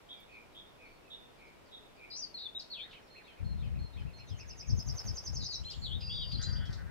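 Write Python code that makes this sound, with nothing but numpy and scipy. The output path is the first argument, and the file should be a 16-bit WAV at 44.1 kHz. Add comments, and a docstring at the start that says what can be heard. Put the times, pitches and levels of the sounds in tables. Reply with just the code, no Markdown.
"""An overgrown garden, on a stereo microphone open to the hush of the countryside.
A great tit see-saws far off, a finch twitters nearby and small birds call faintly from the hedges;
their whistles are near sines from the syrinx, echoed by leaves. Halfway through, wind starts to buffet
the microphone and a bird hops away through dry stems. A yellowhammer sings its rattle of fifteen notes
and one long buzzy wheeze, and a hoarse chatter pulses in the distance at the end."""
import sys
import numpy as np
from scipy import signal
from scipy.io import wavfile
from scipy.ndimage import uniform_filter1d, map_coordinates

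SR = 44100
rng = np.random.default_rng(int(sys.argv[2]) if len(sys.argv) > 2 else 0)


def waveform_to_disk(signal):
    """Save audio, clipped to [-1, 1], as 16-bit WAV at the path in sys.argv[1]."""
    frames = np.transpose(np.atleast_2d(signal))
    scaled = np.clip(frames, -1, 1) * 32767
    samples = np.round(scaled).astype(np.int16)
    wavfile.write(sys.argv[1], SR, samples)


N = 304290
TIME = np.arange(N) / SR

# The hush of far countryside. Each row: frequency in Hz, relative density in dB.
AIR_SPECTRUM = [(13, -28), (22, 4.5), (54, 0), (239, -2), (475, -0.5), (823, -4.3), (1770, -12),
                (2530, -12), (2830, -15), (3820, -17), (6620, -25.5), (12400, -29.5), (15500, -33)]
# How alike the hush is on the two channels. Each row: frequency in Hz, left-right correlation.
AIR_CORRELATION = [(40, 0.089), (300, 0), (1000, 0), (4000, 0.0), (14000, 0.0)]
# The great tit far off, high and low in turn. 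Each row: start in seconds, pitch in Hz, level in dB.
TIT_SONG = [(0.085, 3486, -42.5), (0.282, 2387, -51.5), (0.545, 3450, -45), (0.78, 2372, -53),
            (1.099, 3565, -42.5), (1.373, 2304, -55), (1.713, 3560, -46.5), (1.963, 2368, -52.5)]
# Its high note, then its low one. Each row: length in seconds, bend as a share of pitch, warble in Hz.
TIT_SHAPES = [(.056, 0.017, 179), (.12, -0.026, 119)]
# Soft far whistles. Each row: start and length in seconds, first and last pitch in Hz, level in dB.
GLIDE_NOTES = [(0.121, 0.1, 2480, 2290, -70.5), (0.874, 0.11, 4680, 4320, -76),
               (1.042, 0.06, 2720, 2530, -69), (1.124, .045, 3010, 2920, -66),
               (3.017, 0.08, 5770, 5270, -77), (6.014, 0.0327, 2276, 2810, -57)]
# Dry stems snapping. Each row: start in seconds, level in dB.
STEM_SNAPS = [(0.203, -54), (0.549, -59), (4.7525, -56), (4.793, -50), (4.8273, -54), (4.8647, -59),
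              (4.9156, -53), (4.9695, -65), (5.017, -66)]
# Stems brushed by the hopping bird. Each row: time in seconds, level in dB.
RUSTLE_LEVELS = [(4.2, -95), (4.65, -85), (4.8, -67.5), (4.98, -56), (5.25, -61.5), (5.6, -67), (6.9, -66)]
# The colour of that rustle. Each row: frequency in Hz, relative density in dB.
RUSTLE_SPECTRUM = [(300, 4.5), (600, 7), (1200, 2.5), (2500, -5), (7000, -16.5), (11000, -18.5),
                   (13000, -16.5), (16000, -20)]
# The finch nearby. Each row: start and length in seconds, first, middle and last pitch in Hz,
# level in dB, warble depth in Hz.
FINCH_NOTES = [(2.101, 0.068, 4790, 4540, 4990, -46, 452), (2.152, 0.064, 5070, 5800, 5640, -44, 550),
               (2.215, 0.039, 5560, 4680, 4620, -39.5, 8), (2.341, 0.024, 4220, 4210, 4290, -39, -7),
               (2.361, 0.095, 4200, 4130, 3850, -46, 450), (2.451, 0.025, 3770, 3535, 3400, -39, 8),
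               (2.546, 0.045, 3640, 3820, 3850, -42, 30), (2.593, 0.018, 5940, 4540, 4200, -40, -2),
               (2.761, 0.057, 2890, 2500, 2360, -52.5, 90), (5.394, 0.087, 4810, 4390, 4890, -45, 500),
               (5.487, 0.067, 4900, 4460, 3970, -41, 248), (5.541, .065, 3980, 3930, 4010, -53, 0),
               (5.646, 0.064, 4000, 4166, 4120, -46.5, 35), (5.701, 0.0224, 6000, 4750, 4260, -42, 10),
               (6.074, .055, 2600, 2810, 3000, -52.5, 70), (6.096, 0.16, 3250, 3555, 2825, -44, 204),
               (6.214, 0.031, 3810, 3750, 3350, -42.5, 0), (6.319, .048, 4820, 4284, 4060, -42, 105),
               (6.424, 0.012, 5170, 6610, 7530, -38.5, -2), (6.427, 0.047, 4070, 4070, 4130, -44.5, 82),
               (6.524, 0.02, 5500, 5620, 5680, -54.5, 0), (6.577, 0.113, 3080, 3200, 3200, -57, 230)]
# The pace of its warble. Each row: time in seconds, warbles per second.
FINCH_WARBLE_RATES = [(2.2, 99), (5.45, 116), (5.82, 130), (6.09, 64)]
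# Its dry chips. Each row: start in seconds, rough pitch in Hz, level in dB.
FINCH_CHIPS = [(2.604, 4800, -44.5), (2.91, 3760, -49), (2.928, 2946, -47.5), (5.71, 4430, -42),
               (6.007, 3900, -44.5), (6.313, 4000, -40.5), (6.412, 4760, -39), (6.652, 4900, -50.5),
               (6.701, 5030, -54), (6.726, 4900, -44.5)]
# Its refrain, a swoop down and back up. Each row: seconds into the swoop, pitch in Hz,
# relative level in dB, warble depth in Hz.
SWOOP_CONTOUR = [(0, 4370, -6, 80), (.027, 4340, 4, 183), (0.051, 3495, -2, 231), (.08, 3073, -7.5, 200),
                 (.108, 3350, 0.5, 200), (.137, 3690, -3, 140), (.172, 3700, -18, 50)]
# Where the refrain comes. Each row: start in seconds, level in dB.
FINCH_SWOOPS = [(2.70, -44), (5.818, -43)]
# A far bird's thin pipe and its lower afternote. Each row: seconds into the call, pitch in Hz,
# relative level in dB, warble depth in Hz.
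PIPE_CONTOUR = [(0, 4214, -4, 0), (.02, 4253, -5, 0), (.085, 4200, -2.5, 0), (.115, 4150, -24, 0)]
AFTERNOTE_CONTOUR = [(.14, 3650, -5, 50), (.17, 3780, -8, 100), (.185, 3150, -4.5, 100),
                     (.24, 3010, -10.5, 100)]
# Faint arched chirps in the hedges. Each row: time in seconds, pitch near the top in Hz, level in dB.
ARCHED_CHIRPS = [(2.83, 2065, -61.5), (2.94, 2610, -65), (3.149, 2673, -59), (3.26, 2715, -63),
                 (3.359, 2547, -66), (3.62, 2730, -64), (3.739, 2640, -66.5), (3.96, 2640, -63),
                 (4.06, 2810, -66.5), (4.18, 2750, -63), (4.384, 2776, -59.5), (4.49, 2850, -64.5),
                 (4.615, 2670, -63.5)]
# The arch they share. Each row: seconds from the chirp's time, share of its pitch,
# relative level in dB, warble depth in Hz.
ARCH_CONTOUR = [(-.004, .6, -1.5, 22), (.014, 0.97, 3, 80), (.03, 0.98, 3.5, 110), (.05, .84, -2, 110),
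                (.076, 0.53, -2, 120)]
# Gusts on the microphone. Each row: start in seconds, hold in seconds, level in dB.
WIND_GUSTS = [(3.416, 0.428, -36.5), (3.962, 0.13, -40.5), (4.199, 0.012, -53), (4.313, 0.037, -39),
              (4.4, .12, -50.5), (4.688, 0.11, -34), (4.863, 0.092, -37), (5.058, 0.082, -37.5),
              (5.284, 0.16, -39), (5.602, 0.041, -41.5), (5.759, 1.13, -42), (5.94, 0.035, -37),
              (6.336, .07, -36), (6.469, 0.16, -35.5), (6.697, 0.0067, -34)]
# The colour of their rumble. Each row: frequency in Hz, relative density in dB.
WIND_SPECTRUM = [(13, -51), (22, -24.5), (53, 5.5), (92, 4), (149, -5), (238, -23), (376, -50), (420, -29),
                 (550, -69), (920, -120)]
# Single eddies striking the microphone. Each row: time of the peak in seconds, level in dB.
WIND_BUFFETS = [(4.735, -17), (4.893, -31)]
# The down-slur and up-flick of a yellowhammer's rattle note. 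Each row: seconds from the note's time,
# pitch in Hz, relative level in dB, warble depth in Hz.
SLUR_CONTOUR = [(-.045, 6600, -22, 220), (-.032, 6380, -14.5, 251), (-.021, 6165, -6.5, 244),
                (-.014, 5950, -3.5, 86), (-.010, 5740, -5, -3)]
FLICK_CONTOUR = [(-.014, 4660, 0, 0), (-.009, 4795, -4.5, 0.0011), (-.004, 5080, -1.5, 0.0019),
                 (.001, 5380, 3.5, 0), (.007, 5200, -14, 0)]
# Its closing wheeze. Each row: time in seconds, pitch in Hz, level in dB.
WHEEZE_CONTOUR = [(5.99, 5126, -77), (6.01, 4940, -51), (6.068, 4796, -44.5), (6.294, 4700, -49.5),
                  (6.522, 4762, -48.5), (6.58, 4755, -50), (6.62, 4730, -70)]
# A small bird's quick upward chirps. Each row: start in seconds, level in dB.
UPWARD_CHIRPS = [(5.628, -58), (5.675, -52.5), (5.728, -50.5), (6.376, -55.5), (6.448, -60), (6.483, -59),
                 (6.551, -55)]
# A high lisp in the hedges. 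Each row: time in seconds, pitch in Hz, level in dB, warble depth in Hz.
LISP_CONTOUR = [(5.629, 7170, -69, 346), (5.72, 7210, -67, 500), (5.80, 7120, -67, 300),
                (5.90, 7380, -73, 403)]
# Distant hoarse chatter. Each row: start in seconds, rough pulses per second, level in dB.
CHATTER_BURSTS = [(6.386, 146, -54), (6.458, 158, -54.5), (6.524, 152, -55.5), (6.596, 163, -53.5),
                  (6.685, 170, -56), (6.77, 148, -55), (6.854, 180, -57)]
# That bird's throat resonances. Each row: centre in Hz, width in Hz, relative level in dB.
THROAT_RESONANCES = [(1245, 150, -4.5), (1536, 210, 2), (1780, 220, 3.5), (2020, 110, 6.5)]


def from_db(db):
    """Decibels to gain."""
    return 10 ** (np.asarray(db) / 20)


def unit_rms(x):
    """Scale to an rms of one."""
    return x / np.sqrt(np.mean(x ** 2) + 1e-20)


def along(rows, t):
    """Each column of a curve at times t."""
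    times, *columns = np.transpose(sorted(map(tuple, rows)))
    return [np.interp(t, times, column) for column in columns]


def at_hz(rows, hz):
    """Read a spectrum on a log-frequency axis."""
    frequencies, values = np.transpose(rows)
    return np.interp(np.log(hz), np.log(frequencies), values)


def drift(rate, size):
    """A smooth random wander with about `rate` turns a second and a spread near one."""
    steps = np.arange(size) * rate / SR
    knots = rng.standard_normal(int(steps[-1]) + 4)
    return map_coordinates(knots, [steps + 1], order=3, mode="nearest")


def band(x, low_hz, high_hz):
    """Butterworth band-pass."""
    sos = signal.butter(2, [low_hz, min(high_hz, .47 * SR)], "band", fs=SR, output="sos")
    return signal.sosfilt(sos, x + 1e-18)


def add(track, start, sound):
    """Mix a sound into a track, `start` seconds in."""
    at = int(np.clip(round(start * SR), 0, N))
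    track[at:at + len(sound)] += sound[:N - at]


def coloured_noise(spectrum, correlation, grain=1.0):
    """Stereo noise of unit rms, built in half-octave bands; `grain` flutters its level."""
    white, out = rng.standard_normal((2, 2, N)) * grain, 0
    lowest, highest = spectrum[0][0], spectrum[-1][0]
    edges = np.geomspace(lowest, highest, int(2 * np.log2(highest / lowest)) + 2)
    for k, (low, high) in enumerate(zip(edges, edges[1:])):
        mid, side = band(white[k % 2], low, high)
        hz = np.sqrt(low * high)
        alike = np.clip(at_hz(correlation, hz), -1, 1)
        stereo = np.sqrt(1 + alike) * mid + np.sqrt(1 - alike) * side * [[1], [-1]]
        out = out + from_db(at_hz(spectrum, hz)) * stereo
    return unit_rms(out)


def panned(x, pan_db):
    """Place a sound across the microphone; positive is louder on the left."""
    return x * from_db(np.array([[pan_db], [-pan_db]]) / 2)


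def garden(x, pan_db, wet_db, t60, lag_ms=0.0, spread=1.0):
    """Direct sound plus echoes off leaves and hedges, from one bearing (spread 0) or all around (1)."""
    t = np.arange(int(.9 * SR)) / SR
    echoes = (rng.random((3, len(t))) < 1500 / SR) * rng.standard_normal((3, len(t)))  # 1500 a second
    stereo_echoes = np.sqrt(1 - spread) * echoes[2] + np.sqrt(spread) * echoes[:2]
    near_leaves = 1 + 1.2 * np.exp(-t / .018)
    scatter = stereo_echoes * from_db(-60 * t / t60) * near_leaves
    tail = unit_rms(signal.fftconvolve(x[None], scatter, axes=1)[:, :N]) * np.std(x)
    wet = from_db(wet_db)
    left, right = panned((x + wet * tail) / np.hypot(1, wet), pan_db)
    return np.array([np.roll(left, round(lag_ms * SR / 1000)), right])


def whistle(contour, warble_rate=280.0, unsteady=0.0048, throb=0.0, overtone_db=-42):
    """A syrinx tone: a near sine on a pitch contour, with a fast warble that can also shake its level."""
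    times = [row[0] for row in contour]
    t = np.arange(min(times), max(times) + .001, 1 / SR)
    hz, level_db, warble_hz = along(contour, t)
    cycle = 2 * np.pi * np.cumsum(warble_rate * (1 + 0.078 * drift(93.6, len(t)))) / SR
    warble = warble_hz * (1 + 0.22 * drift(120.9, len(t))) * np.sin(cycle)
    pitch = hz * (1 + unsteady * drift(408.2, len(t))) + warble
    phase = 2 * np.pi * np.cumsum(pitch) / SR
    tone = np.sin(phase) + from_db(overtone_db) * np.sin(2 * phase)
    fades = np.clip(np.minimum(t - t[0], t[-1] - t) / .003, 0, 1)
    return np.sqrt(2) * from_db(level_db) * fades * (1 + throb * np.cos(cycle)) * tone


def bend(length, pitches, level_db=0, warble_hz=0, attack_s=0.0095, release_s=0.0085, edge_db=8):
    """Contour of a note that arcs through three pitches, softer at its ends, warbling most midway."""
    progress = np.linspace(0, 1, 41)
    hz = np.polyval(np.polyfit([0, .5, 1], pitches, deg=2), progress)
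    opening = np.clip(np.minimum(progress * length / attack_s, (1 - progress) * length / release_s), 0, 1)
    depth_hz = warble_hz * 2 * np.sqrt(progress * (1 - progress))
    return list(zip(progress * length, hz, level_db - edge_db * (1 - opening), depth_hz))


def repeated(events, contour, **voice):
    """The same syllable sung afresh at each time and level."""
    out = np.zeros(N)
    for when, level_db in events:
        add(out, when + contour[0][0], from_db(level_db) * whistle(contour, **voice))
    return out


def countryside_air(level_db=-58.5):
    """A steady, wide hush from far beyond the garden."""
    return from_db(level_db) * coloured_noise(AIR_SPECTRUM, AIR_CORRELATION)


def great_tit(onset_db=-11.5, end_db=-10.5):
    """Far off and echoing; the high note is rough and lifts, the low one is smoother and sags."""
    song = np.zeros(N)
    for k, (start, hz, level_db) in enumerate(TIT_SONG):
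        length, lift, warble_hz = TIT_SHAPES[k % 2]
        note = [(0, hz * (1 - lift), onset_db, warble_hz),
                (length / 2, hz, 0, warble_hz),
                (length, hz * (1 + lift), end_db, warble_hz)]
        add(song, start, from_db(level_db) * whistle(note, warble_rate=110, unsteady=0.017))
    return garden(song, pan_db=-1.5, wet_db=4.0, t60=0.5, lag_ms=.08, spread=0.25)


def far_glides():
    """Lone soft whistles that slide and settle, far off to the right."""
    glides = np.zeros(N)
    for start, length, first_hz, last_hz, level_db in GLIDE_NOTES:
        pitches = (first_hz, .3 * first_hz + .7 * last_hz, last_hz)
        add(glides, start, whistle(bend(length, pitches, level_db), unsteady=0.0051))
    return garden(glides, pan_db=-9, wet_db=-4, t60=0.39)


def far_twitter(count=26, level_db=-74, span_s=4):
    """A bird at the edge of hearing scatters tiny falling slurs through the first seconds."""
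    slurs = np.zeros(N)
    for when, pitch, slope in rng.random((count, 3)):
        hz = 3700 + 1400 * pitch
        last_hz = hz * (0.61 + 0.22 * slope)
        slur = [(0, hz, level_db + 1, 60), (.02, hz, level_db, 59.5), (.045, last_hz, level_db - 2, 60)]
        add(slurs, span_s * when, whistle(slur))
    return garden(slurs, pan_db=1, wet_db=7, t60=.4)


def dry_stems(grain_db=4, grains_per_s=330):
    """Stalks give sharp little snaps, and a grainy rustle as a hopping bird brushes them."""
    rustle_db, = along(RUSTLE_LEVELS, TIME)
    grain = from_db(grain_db * np.clip(drift(grains_per_s, N), -2, 2))
    rustle = from_db(rustle_db) * coloured_noise(RUSTLE_SPECTRUM, [(1000, 0.25)], grain)
    snaps, t = np.zeros(N), np.arange(SR // 50) / SR
    for start, level_db in STEM_SNAPS:
        add(snaps, start, from_db(level_db) * rng.standard_normal(len(t)) * np.exp(-t / 0.0023))
    return rustle + garden(band(snaps, 10600, 16000), pan_db=2.0, wet_db=6, t60=0.13)


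def finch_song():
    """Nearby on the left: warbled slurs, each one bend of pitch, and a returning swoop."""
    notes = [(start, level_db, bend(length, pitches, warble_hz=warble_hz))
             for start, length, *pitches, level_db, warble_hz in FINCH_NOTES]
    swoops = [(start, level_db, SWOOP_CONTOUR) for start, level_db in FINCH_SWOOPS]
    song = np.zeros(N)
    for start, level_db, contour in notes + swoops:
        pace, = along(FINCH_WARBLE_RATES, start)
        add(song, start, from_db(level_db) * whistle(contour, warble_rate=pace, unsteady=0.0027))
    return garden(song, pan_db=4.5, wet_db=-1.5, t60=0.29, lag_ms=-.07)


def finch_chips():
    """The finch breaks its song with dry chips, each a brief rasp of noise."""
    chips, t = np.zeros(N), np.arange(int(0.074 * SR)) / SR
    envelope = (1 - np.exp(-t / 0.0025)) * np.exp(-t / 0.015)
    for start, hz, level_db in FINCH_CHIPS:
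        rasp = unit_rms(band(rng.standard_normal(len(t)), hz * 0.77, hz * 1.1))
        add(chips, start, from_db(level_db) * rasp * envelope)
    return garden(chips, pan_db=1.0, wet_db=1.5, t60=0.35)


def far_piping(count=5, start_s=2.757, gap_s=.344, first_db=-58.5, growth_db=0.75):
    """A far bird's thin whistle with a lower afternote, evenly repeated and growing louder."""
    calls = [(start_s + k * gap_s, first_db + k * growth_db) for k in range(count)]
    pipes = repeated(calls, PIPE_CONTOUR, unsteady=0.0035)
    afternotes = repeated(calls, AFTERNOTE_CONTOUR, unsteady=0.021)
    return (garden(pipes, pan_db=2.5, wet_db=-1, t60=0.72, lag_ms=-.02)
            + garden(afternotes, pan_db=3.5, wet_db=7.5, t60=0.19))


def arched_chirps():
    """Faint whistles that rise and fall, from the hedges on the right."""
    chirps = np.zeros(N)
    for when, hz, level_db in ARCHED_CHIRPS:
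        arch = [(t, share * hz, db, warble_hz) for t, share, db, warble_hz in ARCH_CONTOUR]
        add(chirps, when + arch[0][0], from_db(level_db) * whistle(arch, warble_rate=132, unsteady=0.02))
    return garden(chirps, pan_db=-3, wet_db=4.5, t60=0.43)


def gust_strength(rise_s=0.011, fall_s=0.014, breeze_db=-53):
    """Each gust rises, holds and falls away; their powers add to a breeze that comes with the first."""
    power = from_db(breeze_db) ** 2 * np.clip((TIME - WIND_GUSTS[0][0]) / rise_s, 0, 1)
    for start, hold, level_db in WIND_GUSTS:
        fade = np.maximum(start - TIME, 0) / rise_s + np.maximum(TIME - start - hold, 0) / fall_s
        power = power + (from_db(level_db) * np.exp(-np.minimum(fade, 20))) ** 2
    return np.sqrt(power)


def wind_buffets(hz=111.4, decay_s=0.0071):
    """Single eddies strike the microphone, each a short low thump."""
    buffets, t = np.zeros(N), np.arange(-SR // 20, SR // 20) / SR
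    thump = -np.cos(2 * np.pi * hz * t) * np.exp(-np.abs(t) / decay_s)
    for when, level_db in WIND_BUFFETS:
        add(buffets, when + t[0], from_db(level_db) * thump)
    return buffets


def microphone_wind(swirl_hz=(142, 236), swirl_db=-45.5, hard_gust_db=-33, swirl_growth=2.14):
    """Lumpy pressure on the ports, stronger on the left and of opposite sign on the right."""
    strength = gust_strength()
    eddies = coloured_noise(WIND_SPECTRUM, correlation=[(100, -0.86)])
    eddy_power = uniform_filter1d(np.mean(eddies ** 2, axis=0), int(.06 * SR))
    rumble = strength * eddies / np.sqrt(eddy_power + 0.014)  # evened out, so the gusts set the level
    # Hard gusts shed a swirl of smaller eddies too.
    swirl_gain = from_db(swirl_db) * (strength / from_db(hard_gust_db)) ** swirl_growth
    swirl = swirl_gain * unit_rms(band(rng.standard_normal(N), *swirl_hz))
    return panned(rumble + (swirl + wind_buffets()) * [[1], [-1]], pan_db=7.0)


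def yellowhammer_rattle(count=15, start_s=4.199, settled_gap_s=.0925, full_db=-38, swell_db=24.5):
    """Each note is a down-slur and an up-flick, one from each side of the syrinx."""
    k = np.arange(count)
    gaps = settled_gap_s + .0145 * np.exp(-k / 4.0)  # the notes come a little faster
    levels_db = full_db - swell_db * np.exp(-k / 2.93)  # and swell towards full voice
    notes = list(zip(start_s + np.cumsum(gaps) - gaps, levels_db))
    slurs = repeated(notes, SLUR_CONTOUR, warble_rate=177, unsteady=0.0183, overtone_db=-30)
    flicks = repeated(notes, FLICK_CONTOUR, unsteady=0.023)
    return garden(slurs + flicks, pan_db=-1.6, wet_db=1.0, t60=0.3, lag_ms=-.02, spread=0.99)


def yellowhammer_wheeze(buzz_per_s=260, buzz_depth_hz=80):
    """The song closes on one long tone, buzzing fast in pitch and level."""
    contour = [(*row, buzz_depth_hz) for row in WHEEZE_CONTOUR]
    wheeze = np.zeros(N)
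    add(wheeze, contour[0][0], whistle(contour, warble_rate=buzz_per_s, unsteady=0.007, throb=0.36))
    return garden(wheeze, pan_db=-0.5, wet_db=-6.0, t60=0.49, lag_ms=-.02)


def upward_chirps(length_s=0.0289, pitches_hz=(2580, 3290, 3760)):
    """A small bird off to the right flicks out quick rising whistles, all of one shape."""
    chirps = repeated(UPWARD_CHIRPS, bend(length_s, pitches_hz), unsteady=0.016)
    return garden(chirps, pan_db=-4.5, wet_db=0.5, t60=0.52)


def high_lisp():
    """A thin warbled tone from the hedges that reaches the microphone mostly as echo."""
    lisp = np.zeros(N)
    add(lisp, LISP_CONTOUR[0][0], whistle(LISP_CONTOUR, warble_rate=64, unsteady=0.018))
    return garden(lisp, pan_db=2, wet_db=15, t60=0.38)


def hoarse_chatter(burst_s=.055):
    """In the distance on the left, short bursts of slow pulses ring in a narrow throat."""
    pulses, t = np.zeros(N), np.arange(int(burst_s * SR)) / SR
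    arch = np.sin(np.pi * t / t[-1])
    for start, per_s, level_db in CHATTER_BURSTS:
        cycles = np.cumsum(per_s * (.96 + .05 * arch + 0.015 * drift(300, len(t)))) / SR
        ticks = np.diff(np.floor(cycles), prepend=0)  # one pulse a cycle
        add(pulses, start, ticks * np.sqrt(np.abs(arch) * SR / per_s) * from_db(level_db))
    click = signal.unit_impulse(len(t))
    ringing = sum((-1) ** k * from_db(db) * signal.lfilter(*signal.iirpeak(hz, hz / width, fs=SR), click)
                  for k, (hz, width, db) in enumerate(THROAT_RESONANCES))
    throat = band(ringing, 970, 1763)
    voice = signal.oaconvolve(pulses, throat / np.linalg.norm(throat))[:N]
    return garden(voice, pan_db=4, wet_db=1.5, t60=0.85)


def scene():
    """Birds, stems and wind at the microphone, over the steady hush of the countryside."""
    singers = yellowhammer_rattle() + yellowhammer_wheeze() + finch_song() + finch_chips() + great_tit()
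    hedge_birds = far_piping() + arched_chirps() + high_lisp()
    far_birds = far_glides() + upward_chirps() + far_twitter() + hoarse_chatter()
    return singers + hedge_birds + far_birds + dry_stems() + microphone_wind() + countryside_air()


def record(dry):
    """The top is cut steeply above 15.7 kHz."""
    return signal.sosfilt(signal.ellip(10, .2, 70, 15700, fs=SR, output="sos"), dry)


dry = scene()
out = record(dry)
waveform_to_disk(out)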